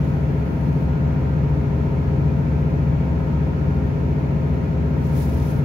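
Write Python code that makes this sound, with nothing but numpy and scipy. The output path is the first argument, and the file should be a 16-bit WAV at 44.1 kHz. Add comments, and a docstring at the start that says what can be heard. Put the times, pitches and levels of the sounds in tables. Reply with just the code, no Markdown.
"""Inside the saloon of a diesel railcar at speed. From the start the underfloor engine drones through the floor as a
comb of steady tones that throbs once per working cycle; geared auxiliaries whine and beat against it, and filtered
noise makes the roar and the faint ring of the wheels. Two faint sleeve strokes, rubbing noise, pass in the first second.
The engine's pitch crests at 1.4 s, then sags slowly, while a low hum climbs with the train's speed and is loudest
a little past 3 s. In the last second the sleeve rustles close to the two microphones, with four sharp snaps."""
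import sys
import numpy as np
from scipy import signal
from scipy.fft import rfft, irfft, next_fast_len
from scipy.io import wavfile

SR = 44100
rng = np.random.default_rng(int(sys.argv[2]) if len(sys.argv) > 2 else 0)


def int16_out(signal):
    """Quantize to a 16-bit WAV file."""
    q = np.round(np.clip(np.atleast_2d(signal).T, -1, 1) * 32767)
    wavfile.write(sys.argv[1], SR, q.astype(np.int16))


N = 248724
STEP = 10   # tones are low, so they are computed at every tenth sample


def from_db(db):
    """Decibels to gain."""
    return 10 ** (np.asarray(db) / 20)


def rms_one(x):
    """Scale to rms 1."""
    return x / np.sqrt(np.mean(x ** 2) + 1e-20)


def at_hz(points, hz):
    """Read a table's second column on a log-frequency axis."""
    points = np.array(points)
    return np.interp(np.log(hz), np.log(points[:, 0]), points[:, 1])


def drift(rate_hz, size=N, step=1):
    """Slow chance of spread 1: noise at every 100th sample through a double one-pole low-pass."""
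    pole = np.exp(-200 * np.pi * rate_hz / SR)
    noise = rng.standard_normal(N // 100 + 1002)
    slow = signal.lfilter([1], [1, -2 * pole, pole * pole], noise)[1000:]   # drop the filter's start-up
    return np.interp(np.arange(size) * step / 100, np.arange(len(slow)), rms_one(slow))


# How alike the two microphones hear the saloon: pitch_hz, likeness (1 same, 0 unrelated, -1 opposite)
LIKENESS = [(20, .997), (150, .995), (300, .87), (600, .3), (780, .6), (1000, -.1), (1300, -.15),
            (1550, -.4), (1800, 0), (15000, 0)]
# Stereo balance of the noises: pitch_hz, lean_db (left over right)
LEAN = [(60, 3), (110, 6), (200, 4), (380, 5), (700, 0.5), (1290, 1), (2380, 1.5), (4400, 0), (8120, -3),
        (15000, 2)]


def coloured(gain):
    """Stereo noise of a given gain over frequency, alike on both sides in the bass; gain 1 = 0 dB per Hz."""
    size = next_fast_len(N)
    hz = np.maximum(np.arange(size // 2 + 1) * SR / size, 1)
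    mid, side = rfft(rng.standard_normal((2, size))) * np.sqrt(SR / 4)
    alike = np.clip(at_hz(LIKENESS, hz), -1, 1)
    pair = np.sqrt(1 + alike) * mid + np.sqrt(1 - alike) * side * [[1], [-1]]
    balance = from_db(at_hz(LEAN, hz) / 2 * [[1], [-1]])
    return irfft(pair * gain(hz) * balance, size)[:, :N]


def tone(phase, hz, level_db, lean_db, waver_db):
    """One wavering tone; the saloon's standing waves part its two phases by the likeness at its pitch."""
    parted = np.arccos(np.clip(at_hz(LIKENESS, hz), -1, 1)) * rng.choice([-.5, .5])
    waver = waver_db * drift(1.5, size=len(phase), step=STEP)
    gain = np.sqrt(2) * from_db(level_db + waver)   # a sine's peak is root 2 above its rms
    left, right = from_db([lean_db / 2, -lean_db / 2])
    both = np.stack([left * np.cos(phase + parted), right * np.cos(phase - parted)])
    return gain * both / np.sqrt((left ** 2 + right ** 2) / 2)


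# Roar of wheels, air and ventilation through the body, before ripple and edges: pitch_hz, density_db (dB per Hz)
ROAR = [(20, -82.5), (30, -68.5), (65, -52), (100, -55.5), (145, -49.5), (200, -55), (400, -60.5),
        (490, -66.5), (600, -65.5), (800, -71.5), (1150, -74), (1600, -77.5), (2450, -79), (2650, -82),
        (3300, -90.5), (6600, -98.5)]


def roar(ripple_db=2.5):
    """Broad roar with the saloon's fine peaks and dips, its treble stopped by glazing and seats."""
    points = np.arange(700)
    depth = np.clip(points / 22.0, 0, 1)   # ripple grows in over the lowest 704 Hz
    ripple = from_db(ripple_db * rng.standard_normal(700) * depth)

    def gain(hz):
        standing = np.interp(hz, points * 32, ripple)   # one chance level every 32 Hz
        treble_edge = 1 + (hz / 7060.0) ** 29.0
        bass_edge = 1 + (22. / hz) ** 8.
        return from_db(at_hz(ROAR, hz)) * standing / np.sqrt(treble_edge * bass_edge)

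    return coloured(gain)


# Wheel and rail modes shaken by rough rail: pitch_hz, width_hz (at half amplitude), level_db (mean, rms)
WHEEL_MODES = [(425, 30, -47), (930, 65, -48), (1010, 50, -56), (1260, 25, -55), (1390, 32, -57),
               (1421, 7, -55.5), (1467, 8, -59.5), (1557, 5, -58), (1678, 8, -64), (1822, 20, -66),
               (2555, 8, -71), (2895, 25, -72), (4225, 40, -76), (4490, 12, -81)]


def wheels():
    """Noise through each steep wheel or rail resonance, swelling and fading on its own."""
    out = 0
    for pitch_hz, width_hz, level_db in WHEEL_MODES:
        ringing = coloured(lambda hz: 1 / (1 + (2 * (hz - pitch_hz) / width_hz) ** 2))
        swell_db = 1.8 * drift(1.5)
        out = out + from_db(level_db + swell_db) * rms_one(ringing)
    return out


HUM_START_HZ, HUM_CLIMB_HZ_PER_S = 68.35, .545   # the hum climbs as the train gains speed
FLOOR_HZ, FLOOR_WIDTH_HZ, HUM_DB = 70.1, 3.0, -25.2   # floor resonance, and the hum's level on its top


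def track_hum(t):
    """A hum climbing with speed, as from sleepers passing under the wheels; loudest on the floor's resonance."""
    hum_hz = HUM_START_HZ + HUM_CLIMB_HZ_PER_S * t
    off_resonance = 2 * (hum_hz - FLOOR_HZ) / FLOOR_WIDTH_HZ
    hum_db = HUM_DB - 10 * np.log10(1 + off_resonance ** 2)
    phase = 2 * np.pi * np.cumsum(hum_hz) * STEP / SR
    return tone(phase, hum_hz.mean(), hum_db, lean_db=1.0, waver_db=1.4)


# Tone of rubbed cloth: pitch_hz, density_db (dB per Hz, relative)
CLOTH = [(2000, -3.5), (3500, -3.5), (6300, -4), (8100, -12), (10000, -4), (12000, 0), (13500, 0),
         (15500, -3.5)]
# Sleeve strokes: start_s (at full strength), hold_s, level_db (sheen, rms before roughening),
# swell_s, fade_s (each per STROKE_RANGE_DB), body_db (against the sheen), lean_db (left over right)
STROKES = [(0.034, .02, -61.5, .2, 0.46, 0.5, 1), (.62, 0.19, -63, .7, .25, -9, 3),
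           (5.05, .08, -57.5, .14, .15, 0, 2), (5.18, .04, -45.5, .1, 0.19, -3.5, 0.5),
           (5.36, 0.094, -53, 0.33, .3, 0, 5), (5.49, .05, -52, .2, .13, -4.5, 5)]
STROKE_RANGE_DB = 20   # a swell or fade spans this much in its time
# Threads letting go: start_s, level_db (scale of the noise burst at its start, before the high-pass)
SNAPS = [(5.0117, -49), (5.1329, -39), (5.1524, -37), (5.2038, -26)]


def sleeve(shared=.6, lag_samples=5):
    """Rubbing noise roughened by uneven fibres, with sharp snaps; its shared sheen reaches the right side first."""
    sheen = rms_one(coloured(lambda hz: from_db(at_hz(CLOTH, hz)) * (hz > 8000)))
    late_right = np.roll(sheen[1], round(lag_samples))
    sheen[0] = np.sqrt(1 - min(shared, 1) ** 2) * sheen[0] + shared * late_right
    body = rms_one(coloured(lambda hz: from_db(at_hz(CLOTH, hz)) * (hz < 8000) / (1 + (1300.0 / hz) ** 4.8)))

    grain = np.repeat(rng.standard_normal(N // 40 + 1), 40)[:N]   # a new chance level every 40 samples
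    fibres = from_db(1.0 * grain + 1.2 * drift(40))

    t = np.arange(N) / SR
    sheen_power, body_power = np.zeros((2, N)), np.zeros((2, N))
    for start_s, hold_s, level_db, swell_s, fade_s, body_db, lean_db in STROKES:
        before = np.maximum(start_s - t, 0) / swell_s
        after = np.maximum(t - start_s - hold_s, 0) / fade_s
        side_db = lean_db / 2 * np.array([[1], [-1]])
        gain = from_db(level_db - STROKE_RANGE_DB * (before + after) + side_db)
        sheen_power += gain ** 2
        body_power += (gain * from_db(body_db)) ** 2
    rub = fibres * (np.sqrt(sheen_power) * sheen + np.sqrt(body_power) * body)

    bursts = np.zeros((2, N))
    fade = np.exp(-np.arange(200) / SR / 0.00054)   # dies with a 0.54 ms time constant
    for start_s, level_db in SNAPS:
        at = round(start_s * SR)
        bursts[:, at:at + 200] = from_db(level_db) * fade * rng.standard_normal((2, 200))
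    high_pass = signal.butter(4, 9000, "high", fs=SR, output="sos")
    return rub + signal.sosfilt(high_pass, bursts + 1e-18)


# Auxiliaries geared to the engine: multiple (of their shaft), level_db (rms), lean_db (left over right)
GEAR = [(1, -55, 4), (2, -47.5, -2), (3, -55, -7), (4, -66, -7)]
GEAR_RATIO = 22.585   # shaft turns per working cycle
# A pump driven off the engine: multiple (of its shaft), level_db (rms), lean_db (left over right)
PUMP = [(4, -40, -2.5), (5, -42.5, 0), (8, -39.5, 1.5), (10, -47, 1), (12, -46.5, 12), (14, -44.5, 4),
        (16, -46, 4), (24, -57, -3), (28, -42, -3), (42, -54, -7), (46, -64, -3), (54, -60, 3),
        (56, -55, 6.5), (70, -58, -5.5)]
PUMP_RATIO = 14 / 11   # shaft turns per working cycle
# Side tones beside the engine's multiples, as from engine and pump mixing; close ones beat with them:
# multiple (of the working cycle), level_db (rms), lean_db (left over right)
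SIDE_TONES = [(9.48, -45, 3), (9.902, -40, 2), (10.52, -47, 2), (14.11, -49, 5), (17.18, -47.5, 4),
              (20.18, -52, 6), (29.18, -54, 4), (64.5, -58, 1), (65.455, -61, 0)]


def auxiliary(turns, cycle_hz, ratio, table):
    """Tones locked at a fixed ratio to the engine, each from a chance starting phase."""
    out = 0
    for multiple, level_db, lean_db in table:
        phase = 2 * np.pi * (multiple * ratio * turns + rng.random())
        out = out + tone(phase, multiple * ratio * cycle_hz, level_db, lean_db, waver_db=.5)
    return out


# Engine tones at this seat: multiple (of the working cycle), level_db (rms), lean_db (left over right)
ENGINE = [(2, -51, -5), (4, -38, 3), (5, -35.5, 2), (6, -30, 3.5), (8, -33.5, 2), (9, -27, 1), (10, -26, 2),
          (11, -28.5, 3.5), (12, -34, 2), (13, -42.5, -1.5), (14, -39, -1), (15, -38, 6), (16, -38, 9.5),
          (17, -36.5, -5), (20, -41.5, -2), (21, -43, 1.5), (24, -45.5, -1), (25, -49, 2.5), (28, -40, 6.5),
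          (29, -47, 7), (30, -45, 3.5), (31, -51, 2), (32, -56, 2), (35, -49, 4.5), (36, -49.5, -19),
          (38, -53, -1), (39, -48, 9.5), (41, -56, 1), (42, -58, -1), (43, -56, 1), (44, -51.5, 4),
          (48, -54, -0.5), (59, -58, 0), (61, -52, 2.5), (62, -53, 13), (63, -58, 0), (64, -56, -4.5),
          (66, -56, -3)]
# The engine's many weaker tones, each of chance strength: pitch_hz, level_db (mean, rms)
WEAK_TONES = [(40, -55), (110, -59), (280, -53), (480, -58), (600, -61.5), (780, -72.5), (920, -57),
              (1100, -73.5), (1500, -67.5)]


def engine(turns, cycle_hz, lag=.123, prompt=12.2, scatter=.2):
    """Multiples of the cycle: the floor passes low ones late, so each throb slides down in pitch; past that
    resonance the tones turn over in sign and the saloon scatters the phases (radians) more and more."""
    strong = {multiple: (level_db, lean_db) for multiple, level_db, lean_db in ENGINE}
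    out = 0
    for k in range(2, 90):
        weak_db = at_hz(WEAK_TONES, k * cycle_hz) + rng.normal(0, 3.5)
        weak_lean_db = rng.normal(1.0, 4.5)
        level_db, lean_db = strong.get(k, (weak_db, weak_lean_db))
        floor_phase = lag * max(prompt - k, 0) ** 3
        turnover = np.pi * (k < prompt)
        late = floor_phase + rng.normal(turnover, scatter * max(k - prompt, 0))
        out = out + tone(2 * np.pi * k * turns + late, k * cycle_hz, level_db, lean_db, waver_db=1.4)
    return out


CYCLE_HZ, CYCLE_TOP_S, CYCLE_SAG_HZ_PER_S2 = 14.6843, 1.4, .00125   # working cycles: crest, then a slow sag


def scene():
    """Roar, wheels, hum and a passenger's sleeve around the drive line."""
    t = np.arange(0, N, STEP) / SR
    cycle_hz = CYCLE_HZ - CYCLE_SAG_HZ_PER_S2 * (t - CYCLE_TOP_S) ** 2
    turns = np.cumsum(cycle_hz) * STEP / SR   # working cycles so far
    mean_hz = cycle_hz.mean()
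    tones = track_hum(t)
    tones = tones + auxiliary(turns, mean_hz, GEAR_RATIO, GEAR)
    tones = tones + auxiliary(turns, mean_hz, PUMP_RATIO, PUMP)
    tones = tones + auxiliary(turns, mean_hz, 1, SIDE_TONES)
    tones = tones + engine(turns, mean_hz)
    tones = signal.resample_poly(tones, STEP, 1, axis=1, window=("kaiser", 11), padtype="smooth")
    return roar() + wheels() + sleeve() + tones[:, :N]


# Microphone self-noise: pitch_hz, density_db (dB per Hz)
HISS = [(5000, -112), (8100, -112), (10000, -105), (12500, -104), (15500, -107)]
CUTOFF_HZ = 15750


def record(dry):
    """The microphones add a faint hiss, the sound fades in over 2 ms and the top is cut."""
    sound = dry + coloured(lambda hz: from_db(at_hz(HISS, hz)))
    fade_in = np.sin(np.pi / 2 * np.minimum(np.arange(N) / (.002 * SR), 1)) ** 2
    low_pass = signal.ellip(14, .5, 80, CUTOFF_HZ, fs=SR, output="sos")
    return signal.sosfilt(low_pass, sound * fade_in)


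dry = scene()
out = record(dry)
int16_out(out)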